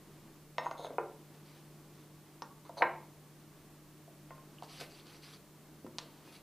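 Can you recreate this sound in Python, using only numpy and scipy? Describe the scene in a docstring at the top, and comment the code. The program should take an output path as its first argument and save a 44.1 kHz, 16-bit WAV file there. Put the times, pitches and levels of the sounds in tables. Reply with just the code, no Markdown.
"""A glass test tube, moved by a gloved hand, knocks and slides in a wooden rack on a laboratory bench.
Blows excite decaying modes of board and tube, hard contacts tick, and friction noise drives resonances.
A coat sleeve and gloves rustle as noise bursts shaped in spectrum and level. Two echoes and a diffuse
tail make the room; shaped noise and sines give ventilation, mains hum and microphone hiss."""
import sys
import numpy as np
from scipy import signal
from scipy.fft import rfft, irfft, next_fast_len
from scipy.io import wavfile
from scipy.ndimage import uniform_filter1d

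SR = 44100
rng = np.random.default_rng(int(sys.argv[2]) if len(sys.argv) > 2 else 0)


def output_pcm(signal):
    """Save a mono or channel-first signal as 16-bit PCM at the path in sys.argv[1].

    Samples are clipped to [-1, 1] before scaling.
    """
    pcm = np.clip(np.atleast_2d(signal).T, -1, 1) * 32767
    wavfile.write(sys.argv[1], SR, np.round(pcm).astype(np.int16))


N = 283122  # length in samples

# modes of the rack's board with the bench under it: f/Hz, relative level/dB, t60/s
WOOD_MODES = [(258, -0.5, 0.034), (295, -18, 0.016), (352.4, -1, 0.076), (424, -12, 0.073),
              (494.5, 2, 0.053), (576, -2.5, 0.084), (666, 4, 0.051), (856, 5.5, 0.013), (920, -1.5, 0.052),
              (967, 5, 0.025), (1092, -0.5, 0.06), (1207, -8.5, 0.092), (1389, 4.5, 0.024),
              (1575, -3.5, 0.061), (1833, 0, 0.039), (2010, -6, 0.026), (2120, 9, 0.017),
              (2567, 5.5, 0.021), (2880, 0, 0.028), (3284, -3, 0.022), (3600, -11, 0.024),
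              (4000, -2, 0.013), (4780, -0.5, 0.0053), (5130, -6, 0.053), (6050, -8, .012)]
# modes of the tube, lowest the air column inside it: f/Hz, relative level/dB, t60/s
GLASS_MODES = [(1090, 0, 0.12), (3700, 0, 0.069), (5390, 10, 0.095), (6030, 2, 0.083), (6500, -6, 0.11),
               (9500, 0, .15)]


def knock(peak_db, centre_hz, octaves, place):
    """Modal excitation: a soft blow, then uneven chatter; each mode is weighted by its shape at the place."""
    mode_hz = np.transpose(WOOD_MODES)[0]
    shape = np.cos(np.pi * np.arange(1, len(WOOD_MODES) + 1) * place)
    reach = near_to(mode_hz, centre_hz, octaves) + 0.019  # every mode is stirred a little
    board = ring(WOOD_MODES, (shape + .5 * np.sign(shape)) * reach)

    t = np.arange(1500) / SR
    u = 2 * np.pi * 1.82 * centre_hz * 2 ** octaves * t[:300]
    contact = u * np.exp(-u)  # a longer contact is duller
    blow = peaked(np.convolve(contact, board), peak_db)

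    chatter_s = 2.63 / centre_hz  # decay by 1/e in 2.63 cycles of the strongest region
    force = 1.09 * rng.standard_normal(len(t)) * np.exp(-t / chatter_s) / np.sqrt(chatter_s * SR)
    force[0] = 1  # the blow itself
    return signal.fftconvolve(force, blow)


def tick(peak_db, hz, cycles):
    """Impact of hard bodies: a small contact spot radiates a short, heavily damped oscillation."""
    turns = np.arange(600) / SR * hz
    envelope = (turns / cycles) ** 2 * np.exp(-4.5 * turns / cycles)
    return peaked(np.sin(2 * np.pi * turns) * envelope, peak_db)


def clink(peak_db, centre_hz, grip):
    """Damped free vibration: tube modes near the given region sound; the grip sets how long they ring."""
    modes = np.array(GLASS_MODES) * [1, 1, grip]
    modes[0, 0] = np.clip(centre_hz, 900, 1200)  # the fingers at the mouth shift the air column
    tube = ring(modes, near_to(modes[:, 0], centre_hz, octaves=0.03))
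    onset = np.minimum(np.arange(len(tube)) / 60, 1)
    return peaked(tube * onset, peak_db)


def slide(hold, swell_db, hiss_db, hiss_hz, ring_hz, board_db, board_hz):
    """Friction-driven resonance: slips on the rim hiss in one band, ring the glass and shake the board."""
    t, shape = stroke(rise=.016, hold=hold, fall_db_per_s=1200, swell_db=swell_db)
    slips = gritty(len(t), per_s=2500, spread_db=0.0, smooth=0.45)

    # hiss and rumble drop in pitch as the tube slides
    hiss_sag_hz_per_s, rumble_sag_hz_per_s = 1600, 880
    falling_hz = hiss_hz - hiss_sag_hz_per_s * (t - t.mean())
    band = resonate(resonate(slips, falling_hz, 900), falling_hz, 940)
    hiss = patchy(band, spread_db=2.8)

    top_mode_hz = GLASS_MODES[-1][0]
    tube = evened(resonate(slips, ring_hz, 130)) + 0.46 * evened(resonate(slips, top_mode_hz, 130))

    wood = sum(gain_of(db) * resonate(slips, hz, 130) for hz, db, _ in WOOD_MODES)
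    board = evened(resonate(wood, board_hz - rumble_sag_hz_per_s * t, 180))

    rim = gain_of(hiss_db) * (hiss + gain_of(-9) * tube)
    return shape * (rim + gain_of(board_db) * board)


def rustle(rise, hold, level_db, folds_db):
    """Friction noise: rubbing cloth and rubber give middle grain, fine treble and duller folds below."""
    # spectrum of the rub: f/Hz, relative level per Hz/dB
    cloth = [(710, -5), (1200, 0.5), (1550, -5), (1700, -3), (1890, -3.5), (2510, 1.5), (3530, -1),
             (4640, 1.5), (5320, -8.5), (6170, -7), (7010, -22), (7710, -13.5), (8660, -19), (11300, -14),
             (15000, -46)]
    t, shape = stroke(rise, hold, fall_db_per_s=389)
    rub = coloured(gritty(len(t), per_s=2500, spread_db=2.5, smooth=1.3), cloth)
    rub = patchy(rub, spread_db=2.9)
    fine = evened(signal.sosfilt(signal.butter(4, 7000, "high", fs=SR, output="sos"), rub))
    grain = evened(signal.sosfilt(signal.butter(4, 7000, "low", fs=SR, output="sos"), rub))
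    folds = evened(resonate(rng.standard_normal(len(t)), 370, 1050))
    mixed = grain + gain_of(folds_db) * folds + gain_of(-9.5) * fine
    return gain_of(level_db) * shape * mixed


def room(x):
    """Reverberation: two early reflections, then a dense tail with a decay time for each frequency."""
    # tail: f/Hz, t60/s, relative level/dB
    tail_table = [(237, 0.64, 1.5), (660, 0.39, -2.5), (1040, 0.48, -6), (1630, 0.3, -2),
                  (3130, 0.45, -7.5), (6040, 0.2, -8), (12200, 0.44, -1.5)]
    # reflections from bench and back wall: delay t/s, level/dB
    echoes = [(.004, -12), (.009, -17)]
    taps = np.zeros((2, SR // 2))
    at = np.arange(300, SR // 2 - 20, 20) + rng.integers(0, 20, (2, (SR // 2 - 301) // 20))
    np.put_along_axis(taps, at, rng.choice([-1., 1.], at.shape), 1)
    # close microphones hear nearly the same tail
    taps = taps[0] + 0.0043 * taps[1] * np.array([[1], [-1]])

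    hz, t, z = signal.stft(taps, SR, nperseg=256)
    t60 = read([(f, s) for f, s, _ in tail_table], hz)[:, None]
    level_db = read([(f, db) for f, _, db in tail_table], hz)[:, None]
    response = signal.istft(z * gain_of(level_db - 60 * t / t60), SR, nperseg=256)[1]
    response *= gain_of(-4.0) / np.linalg.norm(response[0])
    for k, (s, db) in enumerate(echoes):
        response[:, round(s * SR)] += (-1) ** k * gain_of(db)  # the second is inverted
    return x + signal.fftconvolve(x[None], response, axes=1)[:, :N]


def ventilation():
    """Broadband flow noise: coloured noise whose level swells slowly and irregularly."""
    # spectrum: f/Hz, relative level per Hz/dB
    air = [(12, -58), (20, -4), (38, -22.5), (120, -11), (155, -8.5), (221, -9), (300, -9), (341, -5),
           (378, -11.5), (419, -9), (476, -16), (1050, -19), (1500, -23), (2210, -25.5), (9000, -35.5),
           (11700, -76.5), (19800, -120)]
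    t = np.arange(N) / SR
    swell = evened(sum(np.sin(2 * np.pi * (f * t + rng.random())) / np.sqrt(f)
                       for f in np.geomspace(.2, 3, 12)))
    return coloured(rng.standard_normal(N), air) * gain_of(-61 + 0.6 * swell)


def mains_hum():
    """Line spectrum: narrow noise bands waver as hum, and steady sines add thin tones."""
    # hum lines: f/Hz, rms level/dB, width/Hz
    lines = [(149.8, -62, 1.4), (199, -72, 9), (306, -68.5, 14), (591, -79, 3.4), (906, -88, 2.7),
             (1130, -81, 7.2)]
    # thin tones: f/Hz, rms level/dB
    buzz = [(3300, -93), (3600, -93), (4200, -92), (4500, -93), (9900, -93), (11100, -94)]
    t = np.arange(N) / SR
    hum = np.zeros(N)
    for k, (hz, db, width) in enumerate(lines):
        line = evened(resonate(rng.standard_normal(N), hz, width))
        if k == 0:  # the strongest line is mostly a steady tone, over the level listed
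            line = np.sqrt(2) * np.sin(2 * np.pi * hz * t) + 0.36 * line
        hum += gain_of(db) * line
    for hz, db in buzz:
        hum += gain_of(db) * np.sqrt(2) * np.sin(2 * np.pi * hz * t)
    return hum


def ring(modes, weights):
    """Modal superposition: exponentially decaying sines, a quarter second long."""
    hz, db, t60 = np.transpose(modes)
    t = np.arange(SR // 4)[:, None] / SR
    return (weights * gain_of(db - 60 * t / t60) * np.sin(2 * np.pi * hz * t)).sum(1)


def near_to(hz, centre_hz, octaves):
    """Selective excitation: Gaussian weight of modes around a centre on the octave scale."""
    return np.exp(-.5 * (np.log2(hz / centre_hz) / max(octaves, .03)) ** 2)


def gritty(size, per_s, spread_db, smooth):
    """Stick-slip friction: random uneven micro-slips over a smooth noise."""
    slips = gain_of(spread_db * np.minimum(rng.exponential(1, size), 5)) * (rng.random(size) < per_s / SR)
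    return evened(slips * rng.standard_normal(size)) + smooth * rng.standard_normal(size)


def stroke(rise, hold, fall_db_per_s, swell_db=0):
    """Envelope linear in dB: rises from silence, holds with a swell centred on 0 dB, and falls."""
    depth_db = 26
    corners = np.cumsum([0, rise, hold, depth_db / fall_db_per_s])
    t = np.arange(0, corners[-1], 1 / SR)
    level_db = np.interp(t, corners, [-depth_db, -swell_db / 2, swell_db / 2, -depth_db])
    return t, gain_of(level_db) - gain_of(-depth_db)


def patchy(x, spread_db):
    """Uneven pressure: the level wanders in patches of time and pitch; rms 1."""
    z = signal.stft(x, nperseg=256)[2]
    patches = uniform_filter1d(rng.standard_normal(z.shape), size=6, axis=0)
    patches = evened(uniform_filter1d(patches, size=5, axis=1))
    return evened(signal.istft(z * gain_of(spread_db * patches), nperseg=256)[1][:len(x)])


def resonate(x, hz, width):
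    """Heterodyne resonance of peak gain 1: shift hz down to zero, smooth, and shift back."""
    turn = np.exp(2j * np.pi * np.cumsum(hz * np.ones(len(x))) / SR)
    r = np.exp(-np.pi * width / SR)
    return 2 * (turn * signal.lfilter([1 - r], [1, -r], x / turn + 1e-18)).real


def coloured(x, points):
    """Spectral shaping: weights x by a level curve in dB over frequency, then sets rms 1."""
    length = x.shape[-1]
    size = next_fast_len(length)
    gain = gain_of(read(points, np.fft.rfftfreq(size, 1 / SR)))
    return evened(irfft(rfft(x, size) * gain, size)[..., :length])


def read(points, hz):
    """Interpolates a curve on a log-frequency axis."""
    f, value = np.transpose(points)
    return np.interp(np.log(hz + 1), np.log(f + 1), value)


def gain_of(db):
    """Level to amplitude: 20 dB is a factor of ten."""
    return 10 ** (np.asarray(db) / 20)


def evened(x):
    """Power normalisation: scales to rms 1."""
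    return x / np.sqrt(np.mean(x ** 2) + 1e-20)


def peaked(x, peak_db):
    """Peak normalisation: scales to a peak level."""
    return gain_of(peak_db) * x / abs(x).max()


def add(mix, s, sound):
    """Linear superposition: mixes a sound in at a time in seconds."""
    part = mix[round(s * SR):][:len(sound)]
    part += sound[:len(part)]


def scene():
    """Superposition: rack, tube and cloth excite the room, over the background."""
    # knocks on wood: t/s, blow's peak level/dB, strongest region f/Hz, breadth/octaves, place on board (0-1)
    knocks = [(.582, -23, 760, 1.17, 0.4), (.597, -31.5, 890, 0.46, .21), (.621, -38, 750, 0.45, 0.29),
              (.650, -43, 990, 0.36, 0.25), (.660, -28.5, 965, 0.69, .33), (.665, -29, 980, 0.29, .38),
              (.712, -30.5, 790, .97, 0.4), (.795, -36, 745, .2, 0.17), (.847, -27.5, 780, 0.4, 0.09),
              (.866, -39, 760, 1, .51), (.906, -33.5, 600, 0.37, .15), (.983, -18.5, 835, 0.78, .32),
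              (2.421, -30, 1180, 0.59, 0.08), (2.694, -38.5, 730, .63, 0.43), (2.769, -38, 660, 0.71, 0.5),
              (2.776, -42, 700, 0.55, 0.37), (2.81, -26.5, 720, 0.33, 0.07), (2.814, -27, 724, 0.44, 0.21),
              (2.821, -13, 1170, 0.88, .37), (2.8238, -15, 1330, 1.5, 0.32), (4.079, -48, 605, .4, 0.31),
              (4.306, -41.5, 1020, 0.9, .4), (4.38, -50, 1070, 0.81, .39), (4.624, -36.5, 990, .45, .2),
              (4.812, -43, 520, 0.28, 0.12), (5.846, -35, 281, 0.76, 0.08), (5.865, -41, 420, 1.9, 0.14),
              (5.984, -36.5, 1080, 1.4, .32), (5.989, -43, 980, .47, .3), (6.018, -53, 516, .45, 0.23),
              (6.275, -51.5, 1130, 0.69, 0.44)]
    # hard ticks of glass rims and gloves: t/s, peak level/dB, f/Hz, length/cycles
    ticks = [(.5825, -27, 3430, 1.9), (.5826, -42, 6500, 3.2), (.651, -55, 4500, 1.5),
             (.712, -38.5, 3700, 1), (2.421, -34, 4430, 1.5), (2.694, -50, 6000, 1.2),
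             (4.585, -46, 2900, 5.5), (4.624, -41.5, 3800, 1.4), (4.634, -36, 4470, 0.44),
             (4.811, -33, 4360, 2.5), (4.998, -46, 3340, 2.8), (5.07, -43, 4000, 1),
             (5.235, -50, 3040, 1.4), (5.866, -49, 5000, 1.5), (5.9848, -20, 4180, 1.18),
             (5.9893, -27.5, 4330, 1.1)]
    # rings of the tube: t/s, peak level/dB, mode region f/Hz, grip as a factor on t60
    clinks = [(.584, -50.5, 5383, 1.9), (.585, -48, 3671, 0.79), (.586, -62, 6540, .9),
              (.651, -59, 6540, .9), (.679, -68, 6540, .9), (.712, -59, 7060, 0.78),
              (2.422, -46, 5383, 0.37), (2.423, -56, 6170, 0.72), (2.426, -43, 1124, 0.51),
              (2.83, -33, 1007, 1.9), (4.312, -50.5, 1059, 1.2), (4.382, -57, 1064, 0.81)]
    # slides of the tube in its hole: start t/s, hold/s, swell over the hold/dB, hiss level/dB,
    # hiss band f/Hz, ring f/Hz as the grip shifts it, board rumble level/dB, rumble's starting f/Hz
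    slides = [(.62, 0.048, -7, -66, 3620, 6530, -49, 880),
              (.762, 0.093, 5.5, -57.5, 3650, 6380, -51.5, 710),
              (.886, 0.034, -1, -84, 3700, 6280, -58, 570), (2.635, .035, -4, -71.5, 3850, 6150, -61, 1150),
              (2.76, 0.031, -8, -54, 4140, 6000, -47.5, 670)]
    # strokes of sleeve and gloves: start t/s, rise/s, hold/s, grain level/dB, folds against grain/dB
    rustles = [(1.325, 0.019, 0.0055, -68, 4), (1.42, 0.041, .13, -69.5, 0.5), (1.8, 0.16, 0.069, -72, -2),
               (4.628, 0.0073, 0.0024, -58, -2.5), (4.655, 0.042, 0.14, -56.5, -14),
               (4.788, 0.015, 0.011, -50, 2.5), (4.86, 0.052, 0.089, -62.5, -12),
               (5.045, 0.014, 0.11, -63, -2), (5.19, 0.039, .12, -59.5, -14), (5.995, 0.011, 0.22, -77, 10),
               (6.22, 0.036, 0.037, -65, 0), (6.29, 0.038, 0.031, -59, -8)]
    near = np.zeros(N)
    for table, source in [(knocks, knock), (ticks, tick), (clinks, clink), (slides, slide), (rustles, rustle)]:
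        for s, *settings in table:
            add(near, s, source(*settings))
    # small things radiate little bass
    near = signal.sosfilt(signal.butter(2, 190, "high", fs=SR, output="sos"), near)
    return room(near) + ventilation() + mains_hum()


def record(dry):
    """Noise floor and band limit: two microphones add hiss, part of it shared, then a low-pass acts."""
    # hiss of each microphone: f/Hz, relative level per Hz/dB
    hiss = [(12, -35.5), (20, 3.5), (140, -1.5), (296, -5), (391, -9.5), (952, -12.5), (1290, -18),
            (4390, -12.5), (14100, -12.5), (15300, -48)]
    own = coloured(rng.standard_normal((2, N)), hiss)
    shared = coloured(rng.standard_normal(N), [(2000, -22), (5000, -17.5), (9000, -13.5), (15500, -11.0)])
    heard = dry + gain_of(-67.5) * own + gain_of(-70.0) * shared
    low_pass = signal.firwin(511, 15500, window=("kaiser", 9), fs=SR)
    return signal.oaconvolve(heard, low_pass[None], "same")


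dry = scene()
out = record(dry)
output_pcm(out)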